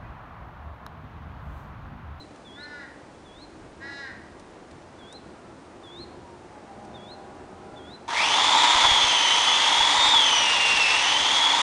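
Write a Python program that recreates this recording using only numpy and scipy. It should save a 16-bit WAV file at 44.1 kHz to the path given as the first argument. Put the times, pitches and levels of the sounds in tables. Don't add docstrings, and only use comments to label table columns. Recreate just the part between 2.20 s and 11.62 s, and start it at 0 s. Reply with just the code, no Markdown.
import sys
import numpy as np
from scipy import signal
from scipy.fft import rfft, irfft, next_fast_len
from scipy.io import wavfile
from scipy.ndimage import uniform_filter1d

SR = 44100
rng = np.random.default_rng(int(sys.argv[2]) if len(sys.argv) > 2 else 0)


def to_wav(s):
    ch = np.atleast_2d(s).T
    pcm = np.round(np.clip(ch, -1, 1) * 32767)
    wavfile.write(sys.argv[1], SR, pcm.astype(np.int16))


N = 415422
TIME = np.arange(N) / SR
FFT_SIZE = 2 * next_fast_len(N // 2 + 1)
FREQS = np.fft.rfftfreq(FFT_SIZE, 1 / SR)

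# frequency_hz, gain_db
TRAFFIC_COLOUR = [(25, -22), (45, -12), (75, -2), (152, -5.5), (300, -2), (365, -2.5), (482, -5.5),
                  (780, -6.5), (900, -8), (1280, -13), (1730, -17), (3000, -25.5), (7040, -32.5),
                  (10000, -36.5)]
# centre_s, half_width_s, level_db
GUSTS = [(1.25, 0.22, -59), (2.15, .3, -65)]
# centre_s, level_db
THUMPS = [(6.556, -29.5), (6.622, -37), (6.653, -28), (6.69, -34), (6.717, -25), (6.735, -33), (6.845, -30),
          (7.606, -30.5), (7.792, -34), (7.853, -34), (7.888, -36), (7.96, -38), (8.56, -37)]
# time_s, pitch_hz, level_db
ENGINE_HUM = [(0, 300.7, -58), (1.05, 299, -60), (1.38, 323.4, -55), (1.7, 325.7, -58), (3.45, 334, -62.5),
              (3.7, 347.6, -50), (4.2, 356, -56.5), (5.3, 367, -54), (5.9, 367, -56)]
# time_s, pitch_hz, level_db
LOW_ENGINE_HUM = [(4.35, 197, -64), (4.55, 211.3, -53), (4.8, 223.6, -55), (4.95, 215, -68),
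                  (5.4, 200.6, -56), (5.9, 232.4, -57)]
# time_s, pitch_hz, level_db
SIREN_WAIL = [(2.8, 1593, -63), (3.85, 1030, -62.5), (4.05, 964, -51), (4.2, 898, -60), (4.55, 778, -54),
              (4.85, 939, -63), (5.15, 1153, -62), (5.45, 1317, -61), (5.67, 1437, -60), (5.85, 1500, -72)]
# pitch_hz, base_level_db
HORN_CHORD = [(619, -54), (711, -55), (787, -53.5), (824, -55), (991, -57.5), (1446, -65.5)]
# time_s, gain_db
HORN_SWELL = [(4.38, -24), (4.5, -2), (4.8, -1.5), (5.02, 3.5), (5.25, -3.5), (5.55, -0.5), (5.75, -9)]
# start_s, level_db, band_hz, decay_s
TICKS = [(.16, -49, 2500, .004), (2.196, -49, 5000, 0.0056), (2.511, -44.5, 1490, .005),
         (2.62, -55, 3504, 0.0046), (2.926, -42, 9000, 0.0043), (4.65, -51, 6010, 0.0037)]
# length_fraction, pitch_hz, gain_db
WHISTLE_CONTOUR = [(0, 3620, -15), (.04, 3560, -10), (.23, 3320, -8.5), (.45, 3420, -7.5),
                   (.62, 3580, -4.5), (.76, 3970, -4), (.86, 4270, 1), (.94, 4110, -2.5), (.975, 4076, -2),
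                   (1, 4175, -25)]
# start_s, length_s, pitch_ratio, level_db, flick_amount
WHISTLES = [(-.18, .22, 0.97, -49.5, 0), (0.248, 0.22, 0.99, -45, 0.04), (1.047, 0.21, 1, -50, .1),
            (2.787, 0.2, 0.99, -47.5, 0), (3.633, .214, 1.003, -43.5, 0), (4.737, .218, 0.99, -47.5, 0.85),
            (5.558, 0.21, .97, -47.5, 1)]
# frequency_hz, gain_db
CROW_THROAT = [(300, -34), (1100, -7), (1370, -32), (1490, 5), (1750, 3.5), (2060, 4), (2230, -8),
               (2750, -21), (3050, -15), (3400, -26.5), (4000, -10), (4400, -10.5), (4700, -31),
               (5050, -12.5), (6000, -25), (9000, -36)]
# start_s, length_s, top_pitch_hz, level_db, swell_db, midway_treble_db, beak_shift_ratio
CAWS = [(0.352, .35, 296.7, -47.5, 5.5, 1, 0.95), (1.599, .345, 283, -39, -1.5, 3, 0.96)]
# time_s, whine_hz
MOTOR_SPEED = [(5.88, 999), (5.95, 2098), (6.02, 2552), (6.08, 2988), (6.24, 3490), (6.41, 3612),
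               (6.62, 3475), (6.79, 3228), (7.03, 3046), (7.3, 3133), (7.65, 3416), (7.79, 3633),
               (7.89, 3713), (8.04, 3130), (8.28, 2814), (8.56, 2745), (8.68, 2615), (8.78, 2798),
               (8.84, 2987), (8.97, 3098), (9.13, 3317), (9.28, 3378), (9.42, 3540)]
# whine_hz, gain_db
WHINE_COLOUR = [(1000, -21), (2100, 2), (2500, 11.5), (2620, 0.5), (2740, 4), (2900, -3), (3060, 1.5),
                (3200, -3), (3400, 6.5), (3500, -1.5), (3700, 2.5)]
# shaft_multiple, gain_db, width_hz
ROTOR_LINES = [(1, -27.5, 27), (3.5, -12, 60), (4.5, -16.5, 60), (7.5, -15.5, 120), (10.1, -8, 65),
               (11.067, -6.5, 26), (12.88, -6.5, 70), (15.04, -15.5, 60), (23.9, -15.5, 400),
               (35.7, -19, 270)]
# frequency_hz, gain_db
ROTOR_COLOUR = [(230, -5), (290, 4.5), (600, -2), (2500, 0), (2900, -2.5), (3150, -8), (3420, 11.5),
                (3700, -5.5), (4900, 6.5), (5250, 7.5), (5550, -3), (5850, 10), (6250, 6), (6550, -8),
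                (7700, -7), (8350, 4), (9000, -6)]
# whine_multiple, width_hz, gain_db
CLATTER_BANDS = [(1.0, 140, -12), (1.0, 750, 0), (2.0, 1100, -10.5)]
# frequency_hz, gain_db
RASP_COLOUR = [(60, -41), (180, -25.5), (290, -16), (430, -5), (700, 0), (1150, 5), (1600, -3.5),
               (2600, -0.5), (3500, 4), (4100, -1), (6200, -4), (7200, -11.5), (10000, -19)]
# time_s, gain_db
CUTTING_FADER = [(5.88, -43), (6.0, -31.5), (6.45, -28.5), (6.65, -28.5), (7.0, -30), (7.85, -29.5),
                 (8.02, -31), (8.62, -30.5), (8.85, -31), (9.42, -31)]
# frequency_hz, width_hz, gain_db
HOUSING_MODES = [(1982, 255, 0), (2220, 270, -2.5), (3355, 210, 3), (5980, 320, -15)]
# frequency_hz, width_hz, gain_db
BAR_MODES = [(301, 49, -9.5), (941.5, 64, 2.5), (878, 62, -3), (1185, 74, -12)]
# centre_s, boost_db
CHAIN_SLAPS = [(6.03, 8.5), (6.65, 6), (6.79, 3.5), (7.28, 4.5), (7.77, 3.5), (9.26, 2.5)]

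SAW_ON_S, ARMATURE_SLOTS, CRUISE_WHINE_HZ = 5.878, 12, 3420


def undb(db):
    return 10 ** (np.asarray(db) / 20)


def unit(x):
    return x / np.sqrt(np.mean(np.abs(x) ** 2))


def curves(rows):
    times, *columns = np.transpose(rows)
    return [np.interp(TIME, times, column) for column in columns]


def during(rows):
    return (TIME >= rows[0][0]) & (TIME <= rows[-1][0])


def swell(centre_s, half_width_s):
    return np.exp(-((TIME - centre_s) / half_width_s) ** 2)


def colour(points, hz):
    points_hz, db = np.transpose(points)
    return undb(np.interp(np.log(hz + 1), np.log(points_hz), db))


def ring(modes):
    return sum(undb(db) * 1j * FREQS * width / (hz ** 2 - FREQS ** 2 + 1j * FREQS * width)
               for hz, width, db in modes)


def shape(x, response):
    return unit(irfft(rfft(x, FFT_SIZE) * response)[:N])


def noise():
    return rng.standard_normal(N)


def walk(rate):
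    knots = rng.standard_normal(N // 32)
    return np.sqrt(3 / 2) * np.interp(TIME * rate, np.arange(len(knots)), knots)


def blurred(phase, width_hz):
    return walk(width_hz) * np.cos(phase) + walk(width_hz) * np.sin(phase)


def phase_of(hz):
    return 2 * np.pi * np.cumsum(hz) / SR


def yard_reverb(x, wet_db, t60_s):
    t = TIME[:SR]
    tail = rng.standard_normal(SR) * np.exp(-np.log(1000) * t / t60_s) * np.clip(t / 0.02, 0, 1)
    tail = signal.sosfilt(signal.butter(1, 4500, fs=SR, output="sos"), tail)
    return x + undb(wet_db) * signal.fftconvolve(x, tail / np.linalg.norm(tail))[:N]


def traffic():
    start_db, rise_db_per_s, hiss_db = -47.5, 0.31, -45
    wash = shape(noise(), colour(TRAFFIC_COLOUR, FREQS))
    lows, body = (signal.sosfiltfilt(signal.butter(2, hz, fs=SR, output="sos"), wash)
                  for hz in (200, 2500))
    rumble = lows * undb(2.1 * walk(11))
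    tyres = (body - lows) * undb(0.66 * walk(11))
    return undb(start_db + rise_db_per_s * TIME) * (rumble + tyres) + undb(hiss_db) * (wash - body)


def breeze():
    air_db, fall_db_per_s = -73.5, 1.5
    air = undb(air_db - fall_db_per_s * TIME)
    gusts = sum(undb(db) * swell(centre_s, half_s) for centre_s, half_s, db in GUSTS)
    return (air + gusts) * shape(noise(), ring([(38, 30, 0)]) ** 2)


def thumps():
    pushes = sum(undb(db) * swell(centre_s, half_width_s=0.0024) for centre_s, db in THUMPS)
    return signal.sosfilt(signal.butter(1, 14, "high", fs=SR, output="sos"), pushes)


def far_vehicle(glide):
    hz, db = curves(glide)
    return undb(db) * during(glide) * blurred(phase_of(hz), width_hz=35)


def far_horn():
    swell_db, = curves(HORN_SWELL)
    chord = sum(undb(db + 2.1 * walk(9)) * np.sqrt(2) * np.sin(2 * np.pi * hz * TIME)
                for hz, db in HORN_CHORD)
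    return undb(swell_db - 2.0) * during(HORN_SWELL) * chord


def twig_ticks():
    out = np.zeros(N)
    t = TIME[:SR // 10]
    for start_s, db, hz, decay_s in TICKS:
        band = signal.butter(1, [hz / 2, min(hz * 1.4, SR / 3)], "band", fs=SR, output="sos")
        crack = unit(signal.sosfilt(band, rng.standard_normal(len(t))))
        start = int(start_s * SR)
        out[start:start + len(t)] += undb(db) * crack * np.exp(-t / decay_s)
    return out


def songbird():
    fraction, contour_hz, contour_db = np.transpose(WHISTLE_CONTOUR)
    hz, envelope, buzz = np.zeros((3, N))
    for start_s, length_s, pitch_ratio, db, flick_amount in WHISTLES:
        on = (TIME >= start_s) & (TIME < start_s + length_s)
        progress = (TIME[on] - start_s) / length_s
        flick = flick_amount * np.exp(-((progress - .09) / .06) ** 2)
        hz[on] = pitch_ratio * np.interp(progress, fraction, contour_hz) + 190 * flick
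        envelope[on] = undb(db + np.interp(progress, fraction, contour_db) + 8.4 * flick)
        buzz[on] = progress ** 4
    phase = phase_of(hz * (1 + 0.0061 * walk(30) + 0.017 * buzz * walk(600)))
    tone = np.sqrt(2) * (np.sin(phase) + undb(-27) * np.sin(2 * phase))
    return yard_reverb(tone * envelope * undb(1.04 * walk(80)), wet_db=-16.5, t60_s=0.77)


def crow():
    scoop_depth, scoop_s, end_drop = .08, .04, .18
    attack_s, release_s, release_db = 0.033, .06, -18
    out = np.zeros(N)
    for start_s, length_s, top_hz, db, swell_db, treble_db, beak_shift in CAWS:
        on = (TIME >= start_s) & (TIME < start_s + length_s)
        t = TIME - start_s
        progress = np.clip(t / length_s, 0, 1)
        hz = top_hz * (1 - scoop_depth * np.exp(-t[on] / scoop_s) - end_drop * progress[on] ** 4)
        closing = np.clip((t - length_s) / release_s + 1, 0, 1)
        envelope = np.clip(t / attack_s, 0, 1) * undb(db + swell_db * progress + release_db * closing)
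        hoarse = np.clip((270 - hz) / 40, 0, 1)
        phase = phase_of(hz * (1 + (.006 + .006 * hoarse) * walk(300)[on]))
        pulses = unit(sum(np.cos(k * phase) for k in range(1, 32)))
        breath = (.1 + .08 * hoarse) * noise()[on] * (1 + np.cos(phase))
        voice = np.zeros(N)
        voice[on] = pulses + breath
        caw = shape(voice, colour(CROW_THROAT, FREQS / beak_shift)) * np.sqrt(np.mean(on)) * envelope
        treble = signal.sosfiltfilt(signal.butter(4, 2800, "high", fs=SR, output="sos"), caw)
        out += caw + treble * (undb(treble_db - 6.9 * np.cos(np.pi * progress) ** 2) - 1)
    return yard_reverb(out, wet_db=-9, t60_s=0.79)


def braking(hz, window, full_hz_per_s):
    return np.clip(-uniform_filter1d(np.gradient(hz), size=window) * SR / full_hz_per_s, -1, 1)


def motor_whine(hz, slot_phase):
    bite_db, free_db = 6.5, -7.5
    load = braking(hz, window=SR // 16, full_hz_per_s=4100)
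    load_db = bite_db * np.maximum(load, 0) ** 2 + free_db * np.maximum(-load, 0)
    housing_db = np.interp(hz, *np.transpose(WHINE_COLOUR))
    flicker_db = 0.6 * walk(9) + 1.3 * walk(60)
    return np.sqrt(2) * np.sin(slot_phase) * undb(-28 + housing_db + load_db + flicker_db)


def rotor_growl(hz, slot_phase):
    lines = np.zeros(N)
    for multiple, db, width_hz in ROTOR_LINES:
        lift = colour(ROTOR_COLOUR, multiple * hz / ARMATURE_SLOTS)
        nearest_half = np.round(2 * multiple) / 2
        lines += undb(db) * lift * blurred(nearest_half * slot_phase / ARMATURE_SLOTS, width_hz)
    bite = np.maximum(braking(hz, window=SR // 8, full_hz_per_s=1100), 0)
    octave = colour(ROTOR_COLOUR, 2 * hz) * blurred(2 * slot_phase, width_hz=270)
    return lines + undb(-11.5) * bite * octave


def link_impacts(shaft_phase, scatter_db, throb):
    hits_per_s = 2500
    hits = noise() * (rng.random(N) < hits_per_s / SR)
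    return (unit(hits) + 0.7 * noise()) * (1 + throb * np.cos(shaft_phase)) * undb(scatter_db * walk(95))


def bar_rattle(hz, shaft_phase):
    cruise_db, db_per_hz, floor_db, turns_per_lap = -28, 0.0107, -34.5, 27.1
    response = ring(BAR_MODES) * FREQS / np.hypot(FREQS, 700) / np.hypot(1, (FREQS / 1600) ** 3)
    knocks = shape(link_impacts(shaft_phase, scatter_db=2.0, throb=0.21), response)
    speed_db = np.maximum(cruise_db + db_per_hz * (hz - CRUISE_WHINE_HZ), floor_db)
    slack_db = 2.5 * np.clip((6.85 - TIME) / .1, 0, 1)
    lap_db = -1.4 * np.cos(shaft_phase / turns_per_lap)
    slap_db = sum(db * swell(centre_s, half_width_s=.028) for centre_s, db in CHAIN_SLAPS)
    return knocks * undb(speed_db + slack_db + lap_db + slap_db)


def chainsaw():
    hz, = curves(MOTOR_SPEED)
    cutting_db, = curves(CUTTING_FADER)
    gear_chatter = np.clip((SAW_ON_S + .25 - TIME) / 0.155, 0, 1)
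    slot_phase = phase_of(hz * (1 + 0.001516 * walk(60) + .06 * gear_chatter * walk(400)))
    shaft_phase = slot_phase / ARMATURE_SLOTS
    whine = motor_whine(hz, slot_phase)
    growl = rotor_growl(hz, slot_phase)
    clatter = sum(undb(db) * blurred(k * slot_phase, width_hz) for k, width_hz, db in CLATTER_BANDS)
    rasp = shape(link_impacts(shaft_phase, scatter_db=0.5, throb=.06), colour(RASP_COLOUR, FREQS))
    housing = shape(link_impacts(shaft_phase, scatter_db=1.0, throb=0.17), ring(HOUSING_MODES))
    cutting = (growl + clatter + undb(3.5) * rasp + undb(1.37) * housing) * undb(cutting_db)
    saw = whine + cutting + bar_rattle(hz, shaft_phase)
    switch_on = np.clip((TIME - SAW_ON_S) / 0.0022, 0, 1)
    return yard_reverb(saw * switch_on, wet_db=-11, t60_s=0.9)


def scene():
    foreground = chainsaw() + thumps() + songbird() + crow() + twig_ticks()
    vehicles = far_horn() + sum(far_vehicle(glide) for glide in (SIREN_WAIL, ENGINE_HUM, LOW_ENGINE_HUM))
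    return (foreground + vehicles + traffic() + breeze())[None]


def record(dry):
    top_hz, fade_s = 9980, .004
    fade = np.clip((TIME[-1] - TIME) / fade_s, 0, 1) ** 2
    return signal.sosfilt(signal.ellip(12, .1, 80, top_hz, fs=SR, output="sos"), dry) * fade


dry = scene()
out = record(dry)
to_wav(out)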